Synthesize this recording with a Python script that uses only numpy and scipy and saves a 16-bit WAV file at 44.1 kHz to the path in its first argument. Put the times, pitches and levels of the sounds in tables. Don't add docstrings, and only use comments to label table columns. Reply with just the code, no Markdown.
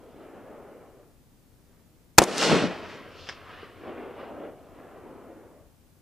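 import sys
import numpy as np
from scipy import signal
from scipy.fft import rfft, irfft, next_fast_len
from scipy.io import wavfile
from scipy.ndimage import uniform_filter1d

SR = 44100
rng = np.random.default_rng(int(sys.argv[2]) if len(sys.argv) > 2 else 0)


def log_audio(samples):
    frames = np.atleast_2d(samples).T
    limited = np.clip(frames, -1, 1)
    pcm = np.round(limited * 32767).astype(np.int16)
    wavfile.write(sys.argv[1], SR, pcm)


N = 265041

SHOT_S = 2.1823
EARLIER_BY_S = 4.57

# (frequency [Hz], likeness [-1 to 1])
ECHO_LIKENESS = [(60, 0.32), (300, 0.96), (1500, 0.96), (2800, 0.97), (5000, 0.78), (9000, 0.62)]


def amp(db):
    return 10 ** (np.asarray(db) / 20)


def evened(x):
    return x / np.sqrt(np.mean(x ** 2) + 1e-20)


def read(points, hz):
    f, value = np.transpose(points)
    return np.interp(np.log(hz + 1), np.log(f + 1), value)


def tint(x, gain):
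    size = next_fast_len(N + SR // 2)
    spectrum = rfft(x, size) * gain(np.fft.rfftfreq(size, 1 / SR))
    return irfft(spectrum, size)[..., :N]


def low_cut(x, hz):
    return signal.lfilter(*signal.butter(2, hz, "high", fs=SR), x)


def pair(x, likeness):
    alike = lambda hz: np.clip(read(likeness, hz), -1, 1)
    mid = tint(x[0], lambda hz: np.sqrt((1 + alike(hz)) / 2))
    side = tint(x[1], lambda hz: np.sqrt((1 - alike(hz)) / 2))
    return np.array([mid + side, mid - side])


def noise(colour, likeness):
    white = pair(rng.standard_normal((2, N)), likeness)
    return evened(tint(white, lambda hz: amp(read(colour, hz))))


def scatter(per_s, spread_db):
    sizes = amp(spread_db * np.minimum(rng.exponential(1, (2, N)), 4))
    signs = rng.choice([-1, 1], (2, N))
    present = rng.random((2, N)) < per_s / SR
    return evened(pair(sizes * signs * present, ECHO_LIKENESS))


def rough_ground(colour):
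    reflections = scatter(per_s=9900, spread_db=2.5)
    return evened(tint(reflections, lambda hz: amp(read(colour, hz))))


def patches(shape, size):
    field = uniform_filter1d(rng.standard_normal(shape), size=size[0], axis=0)
    return evened(uniform_filter1d(field, size=size[1], axis=1))


def echo(t, s, length, fade_db_per_s):
    rise_db_per_s, fall_db_per_s, blur_power = 179, 200.5, 0.448
    blur = (s - SHOT_S) ** blur_power
    edges = rise_db_per_s * np.maximum(s - t, 0) + fall_db_per_s * np.maximum(t - s - length, 0)
    sweep = fade_db_per_s * np.clip(t - s, 0, length)
    return amp(-edges / blur - sweep) * (t > SHOT_S)


def knocks(rows, rise_s):
    t, envelope = np.arange(N) / SR, np.zeros(N)
    for s, db, t60 in rows:
        age = np.maximum(t - s, 0)
        decay = np.exp(-np.log(1000) * age / t60)
        envelope += amp(db) * decay * (1 - np.exp(-age / rise_s))
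    return envelope


def bursts(rows, colour, rise_s):
    return knocks(rows, rise_s) * noise(colour, ECHO_LIKENESS)


def still_air():
    # (frequency [Hz], relative level [dB])
    air_colour = [(12, -34.5), (20, -4), (92, -3), (152, -5), (180, -6), (201, -13.5), (218, -6), (296, -9),
                  (322, -12), (475, -15.5), (741, -21), (1120, -24.5), (2660, -30), (4030, -31),
                  (15300, -32.5)]
    # (frequency [Hz], left-right likeness [-1 to 1])
    air_likeness = [(40, 0.52), (300, 0.73), (1400, 0.38), (3000, .25), (6000, 0.37), (13000, 0.5)]
    return amp(-58.5) * noise(air_colour, air_likeness)


def boom():
    # (arrival [s], length [s], fading along it [dB/s], level [dB])
    slope_rows = [(2.308, .14, 0, -45.5), (2.52, .03, 0, -22), (2.641, .02, 0, -28.5),
                  (2.837, 0.18, 32, -51)]
    # (frequency [Hz], relative level [dB])
    slope_colour = [(40, -49.5), (90, -22), (135, -13), (165, 1), (190, -3.5), (220, -6), (260, -20.5),
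                    (600, -70.5)]
    # (frequency [Hz], relative level [dB])
    rumble_colour = [(25, -20), (60, -11), (88, 2), (115, -8), (150, -8), (220, -18), (500, -58.5)]
    peak_s, peak_db, rise_db_per_s, fall_db_per_s = 2.55, -54.5, 50.5, 5
    t = np.arange(N) / SR
    power = sum((amp(db) * echo(t, s, length, fade)) ** 2 for s, length, fade, db in slope_rows)
    below_peak = np.maximum(rise_db_per_s * (peak_s - t), fall_db_per_s * (t - peak_s))
    rumble = amp(peak_db - below_peak) * (t > SHOT_S)
    return np.sqrt(power) * rough_ground(slope_colour) + rumble * rough_ground(rumble_colour)


def hillside(absorb_db=8.0, absorb_power=1.6, ripple_db=2.06, frame=1024):
    # (arrival [s], length [s],
    # fading along it [dB/s], relative levels of banks [dB], rocks [dB], brush [dB])
    hill_rows = [ (2.279, 0.094, -14, -34, -40.5, -43), (2.388, 0.045, 1, -35, -36, -30.5),
                 (2.431, .23, 65.5, -24.5, -27, -26.5), (2.519, 0.15, 72, -19.5, -26.5, -47),
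                 (2.713, 0.12, 58, -35.5, -42, -51.5), (2.854, 0.56, 28, -43.5, -46, -59),
                 (2.902, 0.057, 0, -60, -52, -55), (3.195, 0.12, -6, -66, -63, -52),
                 (3.315, 0.51, 8, -56, -54, -65), (3.498, 0.15, 2, -53, -50, -62),
                 (3.87, 0.033, 0, -40, -49.5, -67), (3.98, 0.13, 24, -40.5, -50.5, -71),
                 (4.201, 0.045, 2, -40.5, -49.5, -63.5), (4.295, 0.18, 1, -42, -58, -78),
                 (4.42, .04, 0, -46, -57.5, -80), (4.60, 0.18, -5, -54, -67, -74.5),
                 (4.792, .19, -1, -48, -60, -77), (5.058, .26, 15, -45.5, -59, -78),
                 (5.373, 0.23, 26, -51, -64, -85), (6.30, .06, 0, -69.5, -73.5, -85), ]
    # (frequency [Hz], relative level [dB])
    bank_colour = [(50, -55), (120, -22.5), (190, -6.5), (270, 0), (370, -0.5), (480, 1), (680, -2.5),
                   (830, -7.5), (1000, -11.5), (1400, -14.5), (3000, -61.5)]
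    rock_colour = [(500, -29), (850, -7.5), (1050, -1.5), (1280, -1), (1600, -1.5), (2200, -3), (3000, -4),
                   (3800, -11), (6000, -21)]
    brush_colour = [(1800, -28.5), (2800, -4), (3600, -3.5), (5300, -1.5), (6300, -6), (8000, -8),
                    (10000, -16), (12500, -24), (15000, -29.5)]
    reflections = scatter(per_s=14000, spread_db=2.5)
    hz, t, z = signal.stft(reflections, SR, nperseg=frame, noverlap=frame * 3 // 4)
    power = np.zeros(z.shape[1:])
    for clock in (t, t + EARLIER_BY_S):
        path_s = np.clip(clock - SHOT_S, 0, 4)
        air = amp(-absorb_db * np.outer((hz / 4000) ** absorb_power, path_s))
        returns = sum(np.outer(amp(db), echo(clock, s, length, fade)) ** 2
                      for s, length, fade, *db in hill_rows)
        for strength, colour in zip(returns, (bank_colour, rock_colour, brush_colour)):
            gain = amp(read(colour, hz)) * (hz < 2 * colour[-1][0])
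            shape = (air * gain[:, None]) ** 2
            power += shape / shape.mean(0) * strength
    ripple = evened(amp(ripple_db * patches(z.shape[1:], size=(2, 30))))
    shaped = z * np.sqrt(power) * ripple
    rolling = signal.istft(shaped, nperseg=frame, noverlap=frame * 3 // 4)[1][:, :N]
    return amp(0.5) * rolling


def far_bank():
    # (time [s], level [dB], t60 [s])
    slap_rows = [(3.2710, -44, 0.12), (3.2886, -29.5, 0.044), (3.2950, -35.5, 0.026), (3.3020, -47, 0.21),
                 (3.3230, -46, 0.048)]
    # (frequency [Hz], relative level [dB])
    slap_colour = [(120, -43), (200, -20), (636, -2), (1120, -8.5), (1650, -1.5), (2390, -7), (3130, -5),
                   (4520, -21), (5000, -4.5), (11000, -48), (14300, -81), (22000, -120)]
    return bursts(slap_rows, slap_colour, rise_s=0.00037)


def faces(blur_swings=2):
    # (time [s], level before the band filter [dB], pitch [Hz])
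    face_rows = [(2.2176, -2.5, 515), (2.2317, -12.5, 350), (2.3816, -6.5, 6860), (2.4220, -15.5, 1410),
                 (2.4281, -14.5, 1810), (2.4978, -12.5, 900), (2.5164, -12, 454), (2.5315, -8.5, 280),
                 (2.5644, -14.5, 240), (2.64, -12, 298), (3.6300, -35.5, 433), (4.2235, -36, 540),
                 (5.5600, -51.5, 591.8)]
    t, thumps = np.arange(N) / SR, np.zeros(N)
    for clock in (t, t + EARLIER_BY_S):
        for s, db, hz in face_rows:
            turns = np.maximum(clock - s, 0) * hz
            age = np.minimum(turns / (1 + blur_swings * (s - SHOT_S) ** 2), 20)
            swing = np.sin(2 * np.pi * turns)
            thumps -= amp(db) * swing * np.tanh(10 * age) * np.exp(.5 - 2 * age)
    return signal.lfilter(*signal.butter(2, [170, 9000], "band", fs=SR), thumps)


def gravel():
    # (time [s], level [dB], t60 [s])
    gravel_rows = [(2.186, -16, 0.16), (2.219, -19.5, .13)]
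    # (frequency [Hz], relative level [dB])
    gravel_colour = [(30, -30.5), (90, -13), (200, -3.5), (330, 2), (520, -3.5), (750, -2), (1000, -8.5),
                     (1300, -11.5), (2200, -15.5), (4700, -23), (9000, -28.5), (15000, -42.5)]
    return knocks(gravel_rows, rise_s=0.0014) * rough_ground(gravel_colour)


def action():
    # (time [s], level [dB], t60 [s])
    action_rows = [(2.1785, -21.5, .02), (2.2185, -24.5, .035), (2.2275, -31.5, .025), (2.2372, -20, .022)]
    # (frequency [Hz], relative level [dB])
    steel_colour = [(800, -19.5), (2000, -6.5), (4500, -7.5), (6700, -1), (8000, -5.5), (9500, -6),
                    (11000, -17.5), (15000, -21)]
    return bursts(action_rows, steel_colour, rise_s=.0006)


def ports(x):
    # (frequency [Hz], left minus right [dB])
    balance = [(60, 7.5), (110, 5), (200, 1.5), (380, 1.15), (1300, 0.36), (4400, 0), (9000, 0)]
    # (frequency [Hz], phase by which left leads [rad])
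    lead = [(30, -.2), (200, -0.53), (700, -0.01), (1600, -0.14), (3700, -.2)]
    half = lambda hz: amp(read(balance, hz) / 2) * np.exp(.5j * read(lead, hz))
    return tint(x, lambda hz: np.array([half(hz), 1 / half(hz)]))


def push(s, ms):
    u = np.maximum(np.arange(N) / SR - s, 0) * 1000 / ms
    return 2 * (1 - u) * np.exp(-u) * (1 - np.exp(-10 * u))


def muzzle(ground_lag_s=.007):
    # (frequency [Hz], relative level [dB])
    gas_colour = [(40, -14.5), (300, -5), (700, 9.5), (1200, -2), (2200, -5), (3500, -2.5), (5500, -4.5),
                  (7500, -1), (9000, -10.5), (15000, -18)]
    gas_likeness = [(200, .7), (1200, .75), (4000, 1.0), (9000, 0.23)]  # (frequency [Hz], likeness)
    gas_db, rise_s, hold_s, fall_db_per_s = 8.5, 0.0021, 0.004, 4500.5
    age = np.arange(N) / SR - SHOT_S
    fall_db = fall_db_per_s * np.maximum(age - hold_s, 0)
    pressure = np.clip(age / rise_s, 0, 1) * amp(gas_db - fall_db)
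    gas = noise(gas_colour, gas_likeness) * pressure
    direct = amp(0.5) * push(SHOT_S, ms=1.8)
    bounce = push(SHOT_S + ground_lag_s, ms=.5)
    return gas + low_cut(direct + bounce, hz=70.2)


def scene():
    far = boom() + hillside() + far_bank()
    near = faces() + gravel()
    return ports(still_air() + far + near + action()) + muzzle()


def record(dry, ceiling=.88):
    clipped = low_cut(np.clip(dry, -ceiling, ceiling), hz=15)
    band_limit = signal.firwin(511, 15450, window=("kaiser", 9), fs=SR)
    return signal.oaconvolve(clipped, band_limit[None], "same")


dry = scene()
out = record(dry)
log_audio(out)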